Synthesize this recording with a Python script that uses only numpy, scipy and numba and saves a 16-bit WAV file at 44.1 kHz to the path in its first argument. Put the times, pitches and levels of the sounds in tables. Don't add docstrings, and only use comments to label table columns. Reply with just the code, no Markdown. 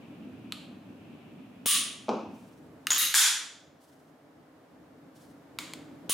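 import sys
import numpy as np
from scipy import signal
from scipy.fft import rfft, irfft, next_fast_len
from scipy.io import wavfile
from scipy.ndimage import uniform_filter1d, minimum_filter1d, map_coordinates
from numba import njit

SR = 44100
rng = np.random.default_rng(int(sys.argv[2]) if len(sys.argv) > 2 else 0)


def unload_wav(signal):
    wavfile.write(
        sys.argv[1],
        SR,
        np.round(np.clip(np.atleast_2d(signal).T, -1, 1) * 32767).astype(np.int16),
    )


N = 270729

# time in seconds, level in dB.
RUMBLE_LEVEL = [(0, -51), (2.5, -57), (3, -51), (3.2, -66), (3.55, -62.5), (4.3, -59), (5.25, -55),
                (5.9, -48), (6.14, -48)]
# frequency in Hz, relative density in dB per Hz.
RUMBLE_SPECTRUM = [(12, -72.5), (20, -38), (43, -39), (57, -24), (92, -9.5), (124, -12.5), (151, -2.5),
                   (209, -11), (274, 0), (325, -3), (354, -14), (420, -11), (600, -18.5), (780, -45.5),
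                   (1320, -120)]
HISS_SPECTRUM = [(240, -29.5), (400, -10.5), (650, -6.5), (900, -12.5), (1750, -18.5), (2400, -24.5),
                 (4500, -31), (8300, -37), (15300, -39.5), (16500, -57.5)]
DRONE_SPECTRUM = [(53, -42.5), (90, -14), (113, -5), (145, -12.5), (177, -2.5), (248, 1), (322, -6.5),
                  (351, -13.5), (420, -16), (550, -46), (920, -120)]
WHIRR_SPECTRUM = [(1500, -40.5), (2300, 0.5), (2600, 2), (3300, -6), (4500, -19), (6000, -57)]
CLOTH_SPECTRUM = [(1500, -53), (3000, -3.5), (5000, -3), (7000, -4), (10000, -5.5), (16000, -12)]
# frequency in Hz, left-right likeness from 0 to 1.
BACKGROUND_LIKENESS = [(60, 0.9), (180, 1), (550, 0.7), (1650, 0.36), (4970, 0.15), (15000, 0.53)]
ECHO_LIKENESS = [(100, 0.98), (300, .98), (700, .88), (1650, 0.77), (5000, 0.72), (15000, 0.7)]
# frequency in Hz, time to fall 60 dB in seconds.
ROOM_T60 = [(200, 0.73), (500, 0.53), (1000, 0.63), (3000, 0.58), (7000, 0.51), (12000, 0.36),
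            (16000, 0.24)]
# frequency in Hz, share missing at the start.
LATE_SHARE = [(1000, 0.0088), (2500, 0.33), (10000, 0.21)]
# start in seconds, rise and fall time constants in seconds, level in dB.
RUSTLES_AT = [(2.301, 0.076, 0.18, -60.5), (3.799, 0.015, 0.15, -64), (5.14, 0.051, 0.096, -56)]

# start in seconds, blow energy in dB, tilt in dB per octave, room level in dB relative to the blow.
SLAP_BLOWS = [(2.0835, -3, -1, 0), (2.0915, 1, 1.3, 0.0047)]
RAIL_BLOWS = [(2.8697, 1.7, -5, -8), (2.9805, 7.5, 0.5, 6)]
DRAW_BLOWS = [(2.9045, 5.4, -5.5, -0.5), (2.918, 11, -1.5, -6.5), (2.931, 1.5, 1, 1)]
SLAM_BLOWS = [(3.1405, 0, -3.5, -9.5), (3.143, 6, -3.5, -3.5), (3.1485, 15.5, 0.5, 7.5)]
TICK_BLOWS = [(.5225, -7.5, -2, -6.5)]
RESET_BLOWS = [(5.5875, -7, 0.53, -2.5), (5.7355, -13.5, 0.75, -8.5)]
# centre in Hz, width in Hz, level in dB before the blow's tilt.
HAND_MODES = [(216.7, 29, 2.5), (290, 65, -2.5), (417, 190, -3), (846, 630, -7), (1293, 700, -14.5),
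              (2460, 340, -25.5), (5900, 2100, -38.5)]
SLIDE_MODES = [(1300, 3800, -5), (2200, 850, 1), (3240, 500, 2), (4100, 280, -25), (5150, 1300, -9),
               (6970, 430, 7.5), (8600, 1900, -6), (11000, 2200, -4.5), (14500, 4000, -13.5)]
RAIL_MODES = [(1220, 160, -10.5), (2040, 530, -9.5), (2850, 150, -3), (3790, 230, 1.5), (5270, 1400, -11.5),
              (6400, 180, 0.5), (9150, 3000, -6), (11400, 3100, -2), (13900, 2500, -4)]
BREECH_MODES = [(813, 96, -16.5), (1549, 440, -7.5), (2440, 820, -9.5), (3410, 460, -2.5), (5230, 1200, -7),
                (5946, 280, -1), (7010, 420, -2), (8140, 650, -4), (10100, 2000, -6.5),
                (13900, 1000, -11.5), (15400, 1000, -15)]
TRIGGER_MODES = [(1230, 160, -7), (2600, 660, -4), (3200, 700, 0), (4210, 500, -0.5), (7400, 1400, -11.5),
                 (10200, 2800, -13), (12500, 2600, -16)]
SEAR_MODES = [(1080, 420, -2), (2195, 250, 1.5), (3380, 1200, -2.5), (5147, 1200, -6.5), (6800, 1300, -6),
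              (9200, 3400, -11.5), (13500, 4000, -15.5)]
STRIKER_MODES = [(1160, 59, 1), (1900, 450, -8), (3000, 710, 4), (3770, 1500, 1), (5270, 1400, -3),
                 (7000, 1000, -4), (8280, 700, -1.5), (9810, 680, 3.5), (11800, 2000, -10.5),
                 (16200, 1500, -2)]
# frequency in Hz, time to fall 60 dB in seconds.
BARREL_PARTIALS = [(6800, 0.047), (13700, .3)]
# start in seconds, level in dB, overtone in dB relative to the fundamental.
BARREL_KNOCKS = [(2.9061, -7.5, -26), (2.921, -11, -33), (2.928, -26.5, -12)]
# start in seconds, reference blow energy in dB.
STRIKER_FALLS = [(1.658, 14), (6.0938, 9.5)]
# delay in seconds, energy in dB relative to the reference,
# tilt in dB per octave, room level in dB relative to the contact.
FALL_CONTACTS = [(0, -14.5, -8, -4.5), (.0023, 3.5, 2.5, 2), (.0069, -3, 2, 0), (0.0115, -10, 0, 5)]
# delay in seconds, level in dB relative to the reference.
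FRAME_JOLTS = [(.0024, -10), (.0066, -22.5)]

HISS_START_DB, HISS_FOLLOW_SHARE = -58, 0.41
DRONE_DB, WHIRR_DB = -50, -65
FADE_START_S, FADE_DB_PER_S = 2.35, 52.5
WALL_DELAY_S, WALL_DB = .0047, -16
LOW_CUT_HZ, TOP_HZ, TOP_EDGE_HZ = 27, 16500, 800


def amp(db):
    return 10 ** (np.asarray(db) / 20)


def unit(x):
    return x / np.sqrt(np.mean(x ** 2) + 1e-20)


def along(points, hz):
    f, v = np.transpose(points)
    return np.interp(np.log(hz + 1), np.log(f + 1), v)


def curves(rows):
    s, *cols = np.transpose(rows)
    return [np.interp(np.arange(N) / SR, s, c) for c in cols]


def wobble(rate_hz):
    knots = rng.standard_normal(int(N * rate_hz / SR) + 4)
    return map_coordinates(knots, [np.arange(N) * rate_hz / SR])


def filtered(x, response):
    m = next_fast_len(x.shape[-1] + 8192)
    spectrum = rfft(x, m) * response(np.fft.rfftfreq(m, 1 / SR))
    return irfft(spectrum, m)[..., :x.shape[-1]]


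def paired(pair, likeness):
    def mid_side_gains(hz):
        turn = np.arccos(np.clip(along(likeness, hz), -1, 1)) / 2
        return np.array([np.cos(turn), np.sin(turn)])
    mid, side = filtered(pair, mid_side_gains)
    return np.array([mid + side, mid - side])


def rush(spectrum, likeness):
    noise = paired(rng.standard_normal((2, N)), likeness)
    return unit(filtered(noise, lambda hz: amp(along(spectrum, hz))))


def add(out, s, x):
    part = out[:, round(s * SR):][:, :x.shape[1]]
    part += x[:, :part.shape[1]]


def background():
    rumble_db, = curves(RUMBLE_LEVEL)
    rumble = amp(rumble_db) * unit(amp(2 * wobble(18)) * rush(RUMBLE_SPECTRUM, BACKGROUND_LIKENESS))
    hiss_db = HISS_START_DB + HISS_FOLLOW_SHARE * (rumble_db - rumble_db[0])
    hiss = amp(hiss_db) * rush(HISS_SPECTRUM, BACKGROUND_LIKENESS)
    drone = amp(DRONE_DB) * unit(amp(2.7 * wobble(17)) * rush(DRONE_SPECTRUM, BACKGROUND_LIKENESS))
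    whirr_db = WHIRR_DB + 1.1 * wobble(29) + 1.5 * wobble(3.4)
    whirr = amp(whirr_db) * rush(WHIRR_SPECTRUM, BACKGROUND_LIKENESS)
    fade_db = FADE_DB_PER_S * np.maximum(np.arange(N) / SR - FADE_START_S, 0)
    return rumble + hiss + amp(-fade_db) * (drone + whirr)


def rustle():
    t, swell = np.arange(N) / SR, np.zeros(N)
    for s, rise_s, fall_s, db in RUSTLES_AT:
        since = np.maximum(t - s, 0)
        swell += amp(db) * (1 - np.exp(-since / rise_s)) * np.exp(-since / fall_s)
    return swell * amp(2 * wobble(60)) * rush(CLOTH_SPECTRUM, ECHO_LIKENESS)


def echoes(x):
    hz, t, z = signal.stft(rng.standard_normal((2, SR)), SR, nperseg=256)
    late = np.clip(along(LATE_SHARE, hz)[:, None], 0, 1)
    fill = 1 - late * np.exp(-(t / .07) ** 2)
    decay = amp(-60 * t / along(ROOM_T60, hz)[:, None])
    tail = signal.istft(z * fill * decay, SR, nperseg=256)[1]
    build_up = 1 - np.exp(-np.arange(tail.shape[1]) / SR / 0.0018)
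    tail = paired(tail * build_up, ECHO_LIKENESS)
    return signal.fftconvolve(x[None], tail / np.linalg.norm(tail[0]), axes=1)


def rung(push, modes, tilt_db):
    low = 0.89 * modes[0][0]
    pivot = modes[2][0]

    def response(f):
        body = 0
        for k, (c, w, db) in enumerate(modes):
            gain = (-1) ** k * amp(db + tilt_db * np.log2(c / pivot))
            body = body + gain * 1j * f * w / (c * c - f * f + 1j * f * w)
        low_cut = f * f / (f * f - low * low - 1.2j * f * low + 1)
        return body * low_cut ** 2

    x = filtered(push, response)
    return x / np.linalg.norm(x)


def struck(rows, modes, rattle_s, sharp=5):
    out, t = np.zeros((2, N)), np.arange(SR // 10) / SR
    for s, db, tilt_db, room_db in rows:
        push = np.exp(-t / rattle_s) * rng.standard_normal(len(t)) + sharp * (t == 0)
        direct = amp(db) * rung(push, modes, tilt_db) * np.ones((2, 1))
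        add(out, s, direct)
        add(out, s + WALL_DELAY_S, amp(WALL_DB) * direct)
        add(out, s, amp(db + room_db) * echoes(rung(1 * (t == 0), modes, tilt_db)))
    return out


def slap():
    return struck(SLAP_BLOWS, HAND_MODES, 0.0054, sharp=12)


def barrel():
    out, t = np.zeros((2, N)), np.arange(SR // 3) / SR
    for s, ring_db, overtone_db in BARREL_KNOCKS:
        waver = np.cumsum(rng.normal(0, 0.11, len(t)))
        ring = 0
        for (hz, t60_s), db in zip(BARREL_PARTIALS, (0, overtone_db)):
            ring = ring + amp(db - 60 * t / t60_s) * np.sin(2 * np.pi * hz * t + waver)
        ring = amp(ring_db) * ring * (1 - np.exp(-t / 0.00072))
        add(out, s, ring * np.ones((2, 1)))
        add(out, s, amp(-7) * echoes(ring))
    return out


def slide():
    rails = struck(RAIL_BLOWS, RAIL_MODES, 0.001, sharp=9)
    drawn = struck(DRAW_BLOWS, SLIDE_MODES, 0.002)
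    home = struck(SLAM_BLOWS, BREECH_MODES, 0.0016)
    return rails + drawn + home + barrel()


def trigger():
    take_up = struck(TICK_BLOWS, TRIGGER_MODES, 0.003, sharp=19)
    return take_up + struck(RESET_BLOWS, SEAR_MODES, 0.0017, sharp=4.4)


def striker():
    out, u = np.zeros((2, N)), np.arange(SR // 20) / SR / 0.00035
    jolt = u * (2 - u) * np.exp(-u) * np.ones((2, 1))
    for s, db in STRIKER_FALLS:
        contacts = [(s + later_s, db + rel_db, tilt_db, room_db)
                    for later_s, rel_db, tilt_db, room_db in FALL_CONTACTS]
        out += struck(contacts, STRIKER_MODES, 0.00062)
        for later_s, rel_db in FRAME_JOLTS:
            add(out, s + later_s, amp(db + rel_db) * jolt)
    return out


def scene():
    return background() + rustle() + slap() + slide() + trigger() + striker()


@njit
def released(cut_db, step_db):
    out = cut_db.copy()
    for i in range(1, len(out)):
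        out[i] = max(out[i], out[i - 1] - step_db)
    return out


def squeezed(x, threshold_db, share, ahead_s, smooth_s, release_db_per_s):
    treble = np.diff(x, prepend=0)
    power = uniform_filter1d(np.mean(treble ** 2, 0), max(round(smooth_s * SR), 1))
    over_db = np.maximum(10 * np.log10(np.abs(power) + 1e-12) - threshold_db, 0)
    cut_db = np.clip(share, 0, 1) * over_db
    span = max(round(ahead_s * SR), 2)
    cut_db = -minimum_filter1d(-cut_db, 2 * span)
    return x * amp(-uniform_filter1d(released(cut_db, release_db_per_s / SR), span))


def record(dry):
    x = squeezed(dry, -23.5, 0.51, 0.0014, 0.0018, 160)
    x = squeezed(x, -19.5, 0.54, 0.00063, 0.00046, 2500)

    def band(hz):
        top = np.sin(np.pi / 2 * np.clip((TOP_HZ - hz) / TOP_EDGE_HZ, 0, 1)) ** 2
        low_cut = (1j * hz / (LOW_CUT_HZ + 1j * hz)) ** 2
        return top * low_cut
    return filtered(x, band)


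dry = scene()
out = record(dry)
unload_wav(out)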